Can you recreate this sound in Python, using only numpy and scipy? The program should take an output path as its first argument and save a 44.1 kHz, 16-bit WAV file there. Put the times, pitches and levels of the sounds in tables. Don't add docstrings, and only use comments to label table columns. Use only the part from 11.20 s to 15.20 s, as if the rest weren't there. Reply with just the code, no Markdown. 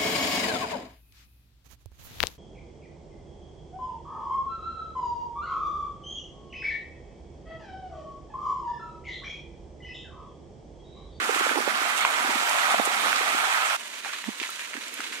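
import sys
import numpy as np
from scipy import signal
from scipy.fft import rfft, irfft
from scipy.io import wavfile

SR = 44100
rng = np.random.default_rng(int(sys.argv[2]) if len(sys.argv) > 2 else 0)


def store_pcm(level_fs):
    pcm = np.round(np.clip(level_fs, -1, 1) * 32767).astype(np.int16)
    wavfile.write(sys.argv[1], SR, np.atleast_2d(pcm).T)


N = 176400
T = np.arange(N) / SR
HZ = np.maximum(np.arange(N // 2 + 1) * SR / N, 1)

# t/s, level/dB
FAR_WING_RIDE = [(0, -39), (.35, -40.5), (.8, -46.5), (1.1, -41.5), (1.4, -47.5), (1.9, -42.5),
                 (2.2, -45.5), (2.5, -55), (2.7, -54.5), (3.4, -55.5), (3.6, -52), (4, -48.5)]
# f/Hz, level/dB
FAR_WING_EQ = [(100, 7), (220, 3), (350, 2), (550, 1.5), (900, -40), (2500, -73)]
# f/Hz, pan/dB
FAR_WING_PAN = [(200, -8), (400, -2.5), (700, 1)]
# t/s, level/dB, f/Hz, pan/dB
PLOPS = [(.375, -15, 837, -16), (2.859, -26, 790, 12), (3.207, -27, 4100, -4), (3.292, -23, 1340, 1)]
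# t/s, level/dB, decay/s, f/Hz, pan/dB
SPLASHES = [(2.608, -32.5, 0.019, 1700, -9), (2.738, -33, 0.025, 2100, -5), (2.847, -28, 0.046, 1620, -11),
            (2.858, -38.5, 0.04, 800, 16), (2.885, -33, 0.016, 1710, -13), (2.931, -29.5, 0.019, 2160, 2),
            (3.199, -25.5, 0.022, 2550, -12), (3.227, -29, .02, 2040, -1), (3.393, -31, 0.053, 2100, -2),
            (3.533, -27.5, 0.013, 1680, -4), (3.566, -27.5, 0.015, 1790, -8), (3.788, -31, 0.037, 1740, -2),
            (3.835, -32, 0.062, 2480, -6), (3.924, -31.5, 0.025, 2020, -3)]
# t/s, level/dB, decay/s, f/Hz, pan/dB
SPRAYS = [(.15, -23, 0.005, 7740, -3), (0.193, -24.5, .0076, 7900, -17), (0.7775, -19.5, 0.011, 7500, -10),
          (0.808, -24, 0.0092, 7000, -14), (1.296, -15, .0034, 6600, -7), (1.518, -22, 0.013, 7640, -6),
          (1.654, -18, 0.0063, 8200, -3), (1.963, -18, 0.0053, 3980, -5), (2.934, -30, .0048, 4800, 0),
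          (3.303, -26, .003, 11500, -8), (3.3951, -32, .0027, 7000, 4), (3.6382, -29, .004, 4200, -4),
          (3.6817, -30.5, .004, 6500, -3), (3.7406, -32, .0045, 9500, -10), (3.806, -28.5, .0027, 6470, 1)]
# t/s, level/dB, f/Hz, rise/cycles, pan/dB
DOWNSTROKES = [(0.097, -10, 460, 1.25, -34), (0.1632, -19, 400, 0.98, -29), (0.212, -20.5, 360, 1.2, -21),
               (.2674, -14, 560, 0.95, -9), (0.3145, -11.5, 446, 0.34, -21),
               (0.3601, -15.5, 474, 0.82, -23), (.374, -18.5, 318, 1.9, -33), (0.388, -12.5, 400, .8, -21),
               (0.406, -17.5, 436, .6, -25), (0.4778, -8, 543, 0.55, -27), (0.6182, -22.5, 380, 0.86, -19),
               (.655, -17.5, 740, 1.3, -18), (1.05, -23.5, 297, .8, -4), (1.095, -22, 284, 0.97, -6),
               (1.16, -23, 266, 0.95, -7), (1.5455, -8.5, 690, 1.45, 1.5), (1.5997, -10, 560, 0.57, -12),
               (1.601, -12.5, 260, 0.63, -25), (1.6768, -16, 450, .7, -22), (1.864, -20, 444, 0.42, -25),
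               (2.0124, -20, 450, 1.1, -32), (2.1495, -18, 327, 0.52, -34), (2.2425, -16, 800, 1.3, -8),
               (3.088, -11.5, 202, 0.64, -14), (3.0914, -28, 394, 1, -12), (3.2177, -24.5, 335, 0.65, 11),
               (3.555, -25, 305, 0.48, -9), (3.5796, -30, 273, 1.5, -7), (3.7983, -29.5, 300, 0.98, -4)]
# f/Hz, level/dB
FEATHER_EQ = [(200, -7), (450, -4.5), (900, 9.5), (1500, -8), (3000, -9), (8000, -41)]
# t/s, level/dB, f/Hz, pan/dB
CLAPS = [(.147, -11, 1300, -6), (.2532, -11, 1600, -9), (.2934, -5, 1750, -8), (.4272, -15, 1500, -6),
         (.4858, -11, 1950, -9), (.4953, -13, 1950, -8), (.5089, -13, 1500, -14), (.8062, -14, 1600, -6),
         (.8505, 1.5, 1170, -4), (.8652, -13, 1000, -4), (.9855, -9.5, 2350, -6), (1.5452, -10, 1100, -2),
         (1.585, -12, 1300, -6), (1.7016, -12, 1350, -7), (1.848, -10, 2000, -7), (1.8837, -9, 1450, -6),
         (1.9297, -3, 1600, -12), (2.0171, -11, 1200, -2), (2.1398, -14, 1500, -10),
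         (2.2421, -10, 1200, -5), (2.423, -12, 1200, -4), (2.5394, -10.5, 1250, -6),
         (2.8483, -21.5, 2100, -2), (2.8586, -17, 1850, -10), (2.8936, -23, 1850, -11),
         (2.934, -20, 1260, 0), (2.9385, -18, 2200, 3), (2.9632, -19, 2750, 0), (3.0416, -15, 2100, 0),
         (3.1987, -23, 2300, -11), (3.2368, -13, 2400, -1), (3.269, -23, 2000, -3), (3.855, -23, 2300, -5),
         (3.3947, -19, 2050, 0), (3.4187, -24, 2400, -4), (3.5402, -27, 1550, 0), (3.8045, -14, 1550, 0)]
# low/Hz, high/Hz
WATER_BANDS = [(250, 1000), (1000, 4500), (4500, 15800)]
# t/s, body/dB, mid/dB, treble/dB
RUSH_RIDE = [(0, -62, -31, -43), (.03, -39.5, -31, -38.5), (.27, -41.5, -29.5, -38.5),
             (.4, -43, -32.5, -40), (.76, -38.5, -29, -39), (.82, -36, -27, -40), (.88, -38.5, -30.5, -40),
             (1.2, -37, -29.5, -37), (1.35, -34, -28.5, -37), (1.53, -35, -27, -37),
             (1.58, -38, -30.5, -39), (1.85, -38, -27.5, -36.5), (2.05, -39, -30, -39),
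             (2.3, -37, -28, -38), (2.54, -37, -29.5, -38)]
SLOSH_RIDE = [(2.6, -51.5, -42.5, -47), (2.7, -53.5, -43.5, -47.5), (2.95, -55.5, -40.5, -47.5),
              (3.13, -56, -45, -49.5), (3.32, -58, -42, -46.5), (3.5, -56, -44, -49),
              (3.7, -57.5, -43, -48.5), (3.85, -56, -43, -47.5), (4, -56.5, -41.5, -47.5)]
# f/Hz, level/dB
RUSH_EQ = [(240, -59), (400, -17.5), (527, -15), (643, -7), (705, -6.5), (738, -4), (1050, -4), (1280, 1.5),
           (1740, -3.5), (2430, -3.5), (2790, -8), (3510, -9), (5000, -17), (7910, -17), (11900, -24.5),
           (15500, -34)]
SLOSH_EQ = [(240, -35), (400, -25), (552, -16), (595, -7), (784, -13), (834, -14), (900, -7.5),
            (1380, -4.5), (2320, -2), (4090, -6), (5000, -16.5), (6580, -13), (8530, -16.5), (12500, -25),
            (15500, -34)]
# f/Hz, pan/dB
RUSH_PAN = [(400, -0.5), (720, 5.5), (950, -6), (1250, -6), (1600, -2), (2000, -11.5), (3300, -7),
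            (5000, -8), (7500, -4), (14000, -8)]
SLOSH_PAN = [(400, 7), (700, 8.5), (1290, 0.5), (2380, -7), (4400, -7), (8100, -5), (15000, -4.5)]
# f/Hz, power share common to both sides (0 wide, 1 mono)
MONO_SHARE = [(200, 0.63), (450, 0.9), (750, 0.39), (1050, 0), (1300, 0.28), (1650, 0.78), (2400, 0.41),
              (3100, 0.24), (4500, 0.3), (5800, 0.01), (9000, 0.05)]

CHANGE_S, CROSSFADE_S = 2.566, 0.0055
FLOCK_LAG_S, SLOSH_LAG_S = 0.00027, 0.00016


def from_db(db):
    return 10 ** (np.asarray(db) / 20)


def rms_one(x):
    return x / np.sqrt(np.mean(x ** 2) + 1e-20)


def in_time(rows):
    times, *columns = np.transpose(rows)
    return [np.interp(T, times, column) for column in columns]


def at_hz(points):
    hz, value = np.transpose(points)
    return np.interp(np.log(HZ), np.log(hz), value)


def eq(x, gain):
    return irfft(rfft(x) * gain, N)


def drift(corner_hz):
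    return rms_one(eq(rng.standard_normal(N), 1 / (1 + (HZ / corner_hz) ** 2)))


def panned(pan_db):
    ratio = from_db(np.atleast_1d(pan_db))
    return np.array([ratio, np.ones_like(ratio)]) / np.sqrt(1 + ratio * ratio)


def lagged(x, lag_s, knee_hz=2250):
    delay = lag_s / np.hypot(1, HZ / knee_hz)
    return np.array([eq(x[0], np.exp(-2j * np.pi * HZ * delay)), x[1]])


def patter(per_s, spread_db, blur_db):
    hits = rng.random(N) < per_s / SR
    sizes = hits * from_db(spread_db * np.minimum(rng.exponential(1, N), 4))
    impacts = rms_one(sizes * rng.choice([-1, 1], (3, N)))
    common, *own = impacts + from_db(blur_db) * rng.standard_normal((3, N))
    mono = np.clip(at_hz(MONO_SHARE), 0, 1)
    return eq(common, np.sqrt(mono)) + eq(np.array(own), np.sqrt(1 - mono))


def far_wings():
    beats = lagged(patter(per_s=70, spread_db=3, blur_db=6), FLOCK_LAG_S)
    bed = eq(beats, from_db(at_hz(FAR_WING_EQ)) * panned(at_hz(FAR_WING_PAN)))
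    return rms_one(bed) * from_db(in_time(FAR_WING_RIDE)[0])


def bubbles(per_s=130, low_hz=964, high_hz=3880, decay_cycles=10.4, rush_db=-40, slosh_db=-52.5):
    out, t = np.zeros((2, N + SR)), T[:SR // 25]
    for when, pitch, size, place in rng.random((int(per_s * N / SR), 4)):
        hz = low_hz * (high_hz / low_hz) ** pitch
        start = int(when * N)
        gain = from_db(-3 * min(-np.log(size), 3)) * panned(3 - 14 * place)
        out[:, start:start + len(t)] += gain * np.sin(2 * np.pi * hz * t) * np.exp(-hz * t / decay_cycles)
    return rms_one(lagged(out[:, :N], FLOCK_LAG_S)) * from_db(np.where(T < CHANGE_S, rush_db, slosh_db))


def ring(cycles, decay_cycles):
    cycles = np.maximum(cycles, 0)
    return np.sin(2 * np.pi * cycles) * np.exp(-cycles / decay_cycles)


def plops():
    out = 0
    for at, db, hz, pan in PLOPS:
        cycles = np.minimum((T - at) * hz, 100)
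        out += panned(pan) * from_db(db) * ring(cycles, decay_cycles=5.4)
    return lagged(out, SLOSH_LAG_S)


def splashes(trim_db=-1.5, attack_s=0.001, q=1.3, hiss_db=-32):
    drops = rfft(lagged(patter(per_s=670, spread_db=3, blur_db=-4.5), SLOSH_LAG_S))
    hiss = from_db(hiss_db) / (1 + (HZ / 9000) ** 4)
    out = 0
    for at, db, decay, hz, pan in SPLASHES:
        band = 1 / (1 + q ** 2 * (HZ / hz - hz / HZ) ** 2)
        burst = rms_one(irfft(drops * (band + hiss), N))
        envelope = np.clip((T - at) / attack_s, 0, 1) * np.exp(-np.clip((T - at) / decay, 0, 20))
        out += panned(pan) * from_db(db + trim_db) * envelope * burst
    return out


def spray(trim_db=-3, q=2.3, air_hz=13400):
    drops = rfft(patter(per_s=4000, spread_db=6, blur_db=-16))
    air = 1 / (1 + (HZ / air_hz) ** 6)
    out = 0
    for at, db, decay, hz, pan in SPRAYS:
        band = 1 / np.hypot(1, q * (HZ / hz - hz / HZ))
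        hiss = rms_one(irfft(drops * band * air, N))
        slope_s = np.where(T < at, decay / 2, decay)
        envelope = np.exp(-np.minimum(abs(T - at) / slope_s, 20))
        out += panned(pan) * from_db(db + trim_db) * envelope * hiss
    return out


def near_wings(trim_db=-2.5, fall_share=0.66, feather_db=-10.5, feather_s=0.0084):
    out = np.zeros((2, N))
    feathers = rms_one(eq(rng.standard_normal(N), from_db(at_hz(FEATHER_EQ))))
    for at, db, hz, rise_cycles, pan in DOWNSTROKES:
        near = abs(T - at) < 0.04
        t = T[near] - at
        width_s = rise_cycles / hz * np.where(t < 0, 1, fall_share)
        thump = np.exp(-0.5 * (t / width_s) ** 2) * np.sin(2 * np.pi * hz * t)
        feather_gain = from_db(feather_db) * min(hz / 450, 1) ** 2
        flutter = feather_gain * feathers[near] * np.exp(-abs(t) / feather_s)
        out[:, near] += panned(pan) * from_db(db + trim_db) * (thump + flutter)
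    return lagged(out, lag_s=0.00036)


def claps(trim_db=2, lag_s=0.00012, crack_hz=2300, rebound_db=-6, drops_db=-29, drops_s=0.009):
    out, t = np.zeros((2, N + SR)), T[:SR // 20]
    for at, db, hz, pan in CLAPS:
        left_lag = lag_s * np.tanh(max(-pan, 0) / 4)
        age = t - np.array([[left_lag], [0]])
        knock = ring(hz * age, decay_cycles=0.75)
        rebound = from_db(rebound_db) * ring(hz * age - 2.25, decay_cycles=0.75)
        crack_gain = from_db(-2) * max(1 - hz / crack_hz, 0)
        crack = crack_gain * ring(crack_hz * age, decay_cycles=2)
        drops = from_db(drops_db) * rng.standard_normal((2, len(t))) * np.exp(-t / drops_s)
        tail = signal.fftconvolve(drops, knock, axes=1)[:, :len(t)] / np.linalg.norm(knock[1])
        start = int(at * SR)
        out[:, start:start + len(t)] += panned(pan) * from_db(db + trim_db) * (knock + crack + rebound + tail)
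    return eq(out[:, :N], 1 / (1 + (700 / HZ) ** 6))


def churn(grains, ride, colour, pan, trims_db, flicker_db, flicker_hz, patch_db, low_cut_hz):
    tone = from_db(at_hz(colour)) / np.sqrt(1 + (low_cut_hz / HZ) ** 6)
    spectrum = rfft(grains) * tone * panned(at_hz(pan))
    flicker = from_db(flicker_db * drift(flicker_hz))
    out = 0
    for (low, high), level, trim in zip(WATER_BANDS, in_time(ride), trims_db):
        edges = np.geomspace(low, high, int(2 * np.log2(high / low)) + 2)
        band = 0
        for bottom, top in zip(edges, edges[1:]):
            patch = irfft(spectrum * (HZ >= bottom) * (HZ < top), N)
            band += patch * from_db(patch_db * drift(flicker_hz))
        out += rms_one(band * flicker) * from_db(level + trim)
    return out


def water():
    dense = lagged(patter(per_s=2200, spread_db=2.5, blur_db=5), FLOCK_LAG_S)
    rush = churn(dense, RUSH_RIDE, RUSH_EQ, RUSH_PAN, trims_db=[4, 3.8, 3.1],
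                 flicker_db=0.5, flicker_hz=20, patch_db=1.1, low_cut_hz=544)
    sparse = lagged(patter(per_s=1100, spread_db=1.5, blur_db=3), SLOSH_LAG_S)
    slosh = churn(sparse, SLOSH_RIDE, SLOSH_EQ, SLOSH_PAN, trims_db=[3, 4, 4.5],
                  flicker_db=-1.3, flicker_hz=23, patch_db=0.44, low_cut_hz=640)
    crossfade = np.clip((T - CHANGE_S) / CROSSFADE_S + 0.5, 0, 1)
    return rush * (1 - crossfade) + slosh * crossfade


def scene():
    return water() + splashes() + plops() + bubbles() + far_wings() + near_wings() + claps() + spray()


def record(dry):
    low_cut_hz, leak_db, top_hz = 198.6, -38, 15800
    low_cut = 1 / np.sqrt(1 + (low_cut_hz / HZ) ** 48)
    high_cut = np.clip((top_hz - HZ) / 100, 0, 1)
    return eq(dry, (low_cut + from_db(leak_db)) * high_cut)


dry = scene()
out = record(dry)
store_pcm(out)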